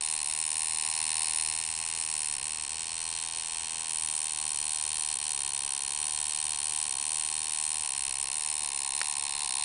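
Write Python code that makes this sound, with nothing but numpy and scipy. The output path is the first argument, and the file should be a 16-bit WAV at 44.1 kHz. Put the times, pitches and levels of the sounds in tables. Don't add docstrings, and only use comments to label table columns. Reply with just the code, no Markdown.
import sys
import numpy as np
from scipy import signal
from scipy.fft import rfft, irfft
from scipy.io import wavfile

SR = 44100
rng = np.random.default_rng(int(sys.argv[2]) if len(sys.argv) > 2 else 0)


def transcribe(u):
    v = np.clip(np.atleast_2d(u).T, -1, 1)
    q = np.round(v * 32767).astype(np.int16)
    wavfile.write(sys.argv[1], SR, q)


N = 425124
TIME = np.arange(N) / SR

# frequency_hz, relative_db
RUMBLE_SPECTRUM = [(15, -4.5), (30, 2.5), (48, -7.5), (70, -2.5), (110, -6), (200, -11), (400, -10),
                   (1000, -11), (4000, -19), (10000, -36)]
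# time_s, facing (0 beside the cases, 1 in front), back (0 close, 1 drawn back)
MIC_PATH = [(0, 0.26, 0.32), (.9, 0.059, 0.3), (1.55, 0.13, 0.033), (2.9, 0.53, 0.058), (3.2, 0.68, 0.16),
            (6.8, 0.79, 0.21), (7.7, 0.56, 0.28), (8.2, 0.42, 0.14), (8.8, 0.24, 0.8), (9.25, 0.36, 0.7)]
# start_s, peak_db
KNOCK_HITS = [(9.015, -12)]
# pitch_hz, width_hz, relative_db
KNOCK_RESONANCES = [(900, 350, -14), (1370, 680, -4), (1780, 380, 5.5), (2300, 600, -1), (3600, 270, -6),
                    (4580, 280, 5), (5430, 290, 6)]
# time_s, period_ms
FREE_CYCLE = [(0.0, 12.878), (0.71, 12.787), (1.33, 12.749), (1.99, 12.378), (2.25, 13.421), (2.94, 12.231),
              (3.79, 12.467), (4.22, 13.1), (5.16, 13.176), (6.14, 13.331), (7.37, 12.978), (8.5, 13.196),
              (9.64, 13.433)]
# start_s, length_s, lost_per_cycle_ms
STICKING_SPELLS = [(0.21, 0.06, 1.35), (2.35, 0.09, 1.97), (2.65, 0.04, 2.54), (4.52, 0.097, 0.65),
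                   (5.15, 0.047, 2.53), (5.32, 0.622, 1.05), (6.56, 0.065, 0.91), (6.89, 0.132, 1.85),
                   (7.86, 0.465, 1.55), (8.66, 0.307, 1.24), (9.09, 0.294, 0.7), (9.45, 0.13, 1.93)]
# time_s, level_db
SHAKE_CURVE = [(0.04, -50), (0.52, -50), (1.15, -45), (1.6, -50), (2.72, -52.5), (3.12, -51), (6.1, -49),
               (8.41, -49.5), (8.68, -48.5), (9.58, -46)]
# pitch_hz, width_hz, relative_db, back_boost_db
BOARD_RESONANCES = [(759, 52, 3, 0), (913, 137, 1, 3.5), (1068, 50, 10, 2)]
# delay_ms, strength_db, scatter_ms,
# spot (1 drives neighbouring modes together, -1 against each other)
ARMATURE_HITS = [(-0.82, -10, .01, 0.74), (0.41, 6, .085, -0.21), (.78, -13, .13, 0.36),
                 (2.1, -10, .07, 0.26), (4, -17, .25, 0.8)]
# pitch_hz, width_hz, side_gain_db, front_boost_db, back_boost_db
CASE_RESONANCES = [(1546, 150, -22, 7.5, -10), (1805, 127, -3, 0, -3), (2174, 223, -12.5, -11.5, -2.5),
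                   (2181, 34, 2.5, -8.5, 0.5), (2628, 330, -6.5, -4, -1.5), (2976, 142, 1, 3, -4),
                   (3193, 128, -16.5, 12, -4.5), (3688, 120, 2, 4, 2), (3705, 270, -10, .5, -0.3),
                   (4142, 89, 8.5, -3.5, 0.5), (4242, 108, -4, 1, -8), (4597, 167, 0, 3.5, -6.5),
                   (4930, 99, -11.5, -7, -2), (5374, 147, 7.5, -6, -3), (5920, 120, -13.5, 11.5, -11),
                   (6040, 111, -19, -12, 17)]
# time_s, gain_db
CASE_SWELL = [(0.15, 1), (0.45, -1.5), (1.3, 1), (1.7, -2.5), (2.7, -2), (3.15, 0), (3.7, -3), (4.4, -0.5),
              (7.5, -0.5), (7.9, -2), (9.2, 1.5), (9.5, 4)]
# delay_ms, strength_db, scatter_ms, spot (as for the armature)
CONTACT_HITS = [(-2, -16.5, 0.66, 0.38), (-0.9, -10.5, .05, 1), (0.37, 4, .07, 0), (1.37, -0.3, .23, 0)]
# pitch_hz, width_hz, side_gain_db, front_boost_db, back_boost_db, snap_follow_ratio
SPRING_RESONANCES = [(6850, 67, -15, 1, -10, 0.21), (7250, 180, 6, -2.3, 6, 0.47),
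                     (7850, 113, -13, -1, -1, 0.25), (8150, 212, 15, 1.9, -2, 0.3),
                     (8810, 215, 1.03, 1.5, 0.5, 0.39), (9012.0, 330, 6, 0, -5, 0.68),
                     (9430, 265, 2.5, 1.7, -2, 1.8), (9720, 180, 14, -9.5, 3.5, 0.88)]
# time_s, level_db
SNAP_CURVE = [(0.04, -37.5), (1.39, -36), (1.82, -40.5), (2.19, -37.5), (2.8, -44), (3.2, -41.5),
              (3.86, -43.5), (3.97, -38.5), (8.04, -38), (9.07, -37), (9.37, -39.5), (9.58, -37)]


def from_db(db):
    return 10 ** (np.asarray(db) / 20)


def unit_rms(x):
    return x / np.sqrt(np.mean(x ** 2) + 1e-20)


def automation(rows):
    times, *columns = np.transpose(rows)
    return [np.interp(TIME, times, column) for column in columns]


def swing(curve):
    db, = automation(curve)
    return db - np.median(db)


def wander(count, memory):
    return unit_rms(signal.lfilter([1], [1, -memory], rng.standard_normal(count)))


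def drift(times, per_s):
    return np.interp(times * per_s, np.arange(1000), rng.standard_normal(1000))


def band(x, low_hz, high_hz, order):
    return signal.sosfilt(signal.butter(order, [low_hz, high_hz], "band", fs=SR, output="sos"), x)


def resonance(x, hz, width_hz):
    r = np.exp(-np.pi * width_hz / SR)
    feedback = [1, -2 * r * np.cos(2 * np.pi * hz / SR), r * r]
    return signal.lfilter(np.array([1, 0, -1]) * (1 - r * r) / 2, feedback, x)


def clicks(times, gains):
    at = np.round(times * SR).astype(int)
    inside = (at >= 0) & (at < N)
    return np.bincount(at[inside], gains[inside], N) + 1e-18


def scattered(cycles, delay_ms, scatter_ms):
    return cycles + (delay_ms + scatter_ms * rng.standard_normal(len(cycles))) / 1000


def jolts(times, uneven_db):
    return clicks(times, from_db(uneven_db * rng.standard_normal(len(times))))


def bounces(cycles, hits, spread_offset_db, spread_db_per_ms, cycle_db=0):
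    even, odd = 0, 0
    for delay_ms, db, scatter_ms, spot in hits:
        times = scattered(cycles, delay_ms, scatter_ms)
        spread_db = spread_offset_db + spread_db_per_ms * scatter_ms
        force_db = db + cycle_db + spread_db * rng.uniform(-1, 1, len(cycles))
        blows = clicks(times, from_db(force_db))
        even, odd = even + blows, odd + spot * blows
    return even, odd


def room_rumble(level_db=-57):
    hz, db = np.transpose(RUMBLE_SPECTRUM)
    grid_hz = np.maximum(np.arange(N // 2 + 1) * SR / N, 1)
    colour = from_db(np.interp(np.log(grid_hz), np.log(hz), db))
    return from_db(level_db) * unit_rms(irfft(rfft(rng.standard_normal(N)) * colour, N))


def room_tail(direct, t60_s=0.68, predelay_s=0.004, send_db=-19.5):
    t = TIME[:SR // 2]
    tail = rng.standard_normal(len(t)) * from_db(-60 * t / t60_s) * (t > predelay_s)
    wet = signal.fftconvolve(direct, tail / np.linalg.norm(tail))[:N]
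    return from_db(send_db) * band(wet, 78, 4500, order=2)


def knock(rebound_ms=2.18, rebound_db=-13):
    times, db = np.transpose(KNOCK_HITS)
    blows = clicks(times, from_db(db)) + clicks(times + rebound_ms / 1000, from_db(db + rebound_db))
    ring = sum(from_db(mode_db) * resonance(blows, hz, width) for hz, width, mode_db in KNOCK_RESONANCES)
    tap = band(ring, 300, 5500, order=3)
    return tap / np.abs(tap).max() * from_db(db.max())


def switching_times(jitter_ms=0.13, waver_ms=0.28, stumble_share=0.4):
    free_ms, = automation(FREE_CYCLE)
    lost_ms = sum(ms * ((TIME >= start) & (TIME < start + length))
                  for start, length, ms in STICKING_SPELLS)
    turns = np.cumsum(1000 / (free_ms + lost_ms)) / SR
    times = np.interp(np.arange(1, int(turns[-1]) + 1), turns, TIME)
    stumble_ms = stumble_share * np.interp(times, TIME, lost_ms) * wander(len(times), memory=0.7)
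    unsteady_ms = jitter_ms * wander(len(times), memory=0.55) + waver_ms * drift(times, per_s=9)
    return times + (unsteady_ms + stumble_ms - 2.5) / 1000


def recoil(cycles, hum_db=-60, thud_db=-63, tap_db=-59.5, panel_db=-68):
    blows = jolts(cycles - 0.38 / 1000, uneven_db=2.14)
    _, back = automation(MIC_PATH)
    waver_db = 1.2 * drift(TIME, per_s=7.4)
    hum = from_db(hum_db + waver_db) * unit_rms(band(blows, 64, 168.7, order=2))
    thud = from_db(thud_db) * unit_rms(band(blows, 128.5, 361, order=2))
    tap = from_db(tap_db) * unit_rms(band(blows, 707, 1308, order=3))
    panel = from_db(panel_db) * unit_rms(resonance(blows, 391, 93))
    return from_db(-13 * back) * hum + from_db(-4 * back) * (thud + tap) + from_db(5 * back) * panel


def board_knocks(cycles, shake_db, level_db=-50):
    arrivals = scattered(cycles, delay_ms=0.04, scatter_ms=0.1)
    blows = jolts(arrivals, uneven_db=1.5)
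    _, back = automation(MIC_PATH)
    body = sum((-1) ** k * from_db(db + back_db * back) * resonance(blows, hz, width)
               for k, (hz, width, db, back_db) in enumerate(BOARD_RESONANCES))
    return from_db(level_db + shake_db) * unit_rms(band(body, 656, 1005, order=3))


def case_rattle(cycles, shake_db, trim_db=-0.18, shake_share=0.51, vary_db=0.38):
    blows = bounces(cycles, ARMATURE_HITS, spread_offset_db=-0.13, spread_db_per_ms=17)
    facing, back = automation(MIC_PATH)
    swell_db, = automation(CASE_SWELL)
    rattle = 0
    for k, (hz, width, db, front_db, back_db) in enumerate(CASE_RESONANCES):
        seating_db = vary_db * np.interp(TIME, cycles, rng.standard_normal(len(cycles)))
        heard_db = db + front_db * facing + back_db * back + swell_db * (3500 < hz < 4600)
        rattle += from_db(heard_db + seating_db) * resonance(blows[k % 2], hz, width)
    return from_db(trim_db + shake_share * shake_db) * band(rattle, 720, 8000, order=3)


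def sputter(cycles, weak_db=-2.5, chance=0.04, slow_chance=0.2, slow_ms=14):
    slow = np.diff(cycles, prepend=0) > slow_ms / 1000
    return weak_db * (rng.random(len(cycles)) < np.where(slow, slow_chance, chance))


def late_bounces(cycles, strength_db=-2.5, chance=0.36):
    times = scattered(cycles, delay_ms=3.7, scatter_ms=0.45)
    return clicks(times, from_db(strength_db) * (rng.random(len(cycles)) < chance))


def contact_snaps(cycles, trim_db=0.3, waver_db=0.63):
    force_db = sputter(cycles) + waver_db * drift(cycles, per_s=22)
    even, odd = bounces(cycles, CONTACT_HITS, spread_offset_db=0.3, spread_db_per_ms=10, cycle_db=force_db)
    blows = even + late_bounces(cycles), odd
    facing, back = automation(MIC_PATH)
    snap_db = swing(SNAP_CURVE)
    springs = 0
    for k, (hz, width, db, front_db, back_db, follow) in enumerate(SPRING_RESONANCES):
        heard_db = db + front_db * facing + back_db * back + follow * snap_db
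        springs += from_db(heard_db) * resonance(blows[k % 2], hz, width)
    return from_db(trim_db) * band(springs, 3950, 10160, order=3)


def scene():
    cycles, shake_db = switching_times(), swing(SHAKE_CURVE)
    clatter = contact_snaps(cycles) + case_rattle(cycles, shake_db)
    body = board_knocks(cycles, shake_db) + recoil(cycles)
    direct = clatter + body + knock()
    return (direct + room_tail(direct) + room_rumble())[None]


def record(dry):
    edge_hz, cutoff_hz, leak_db = 10050, 11117, -22
    passed = signal.fftconvolve(dry, signal.firwin(501, edge_hz, fs=SR)[None], "same")
    leaky = passed + from_db(leak_db) * (dry - passed)
    return signal.fftconvolve(leaky, signal.firwin(101, cutoff_hz, fs=SR)[None], "same")


dry = scene()
out = record(dry)
transcribe(out)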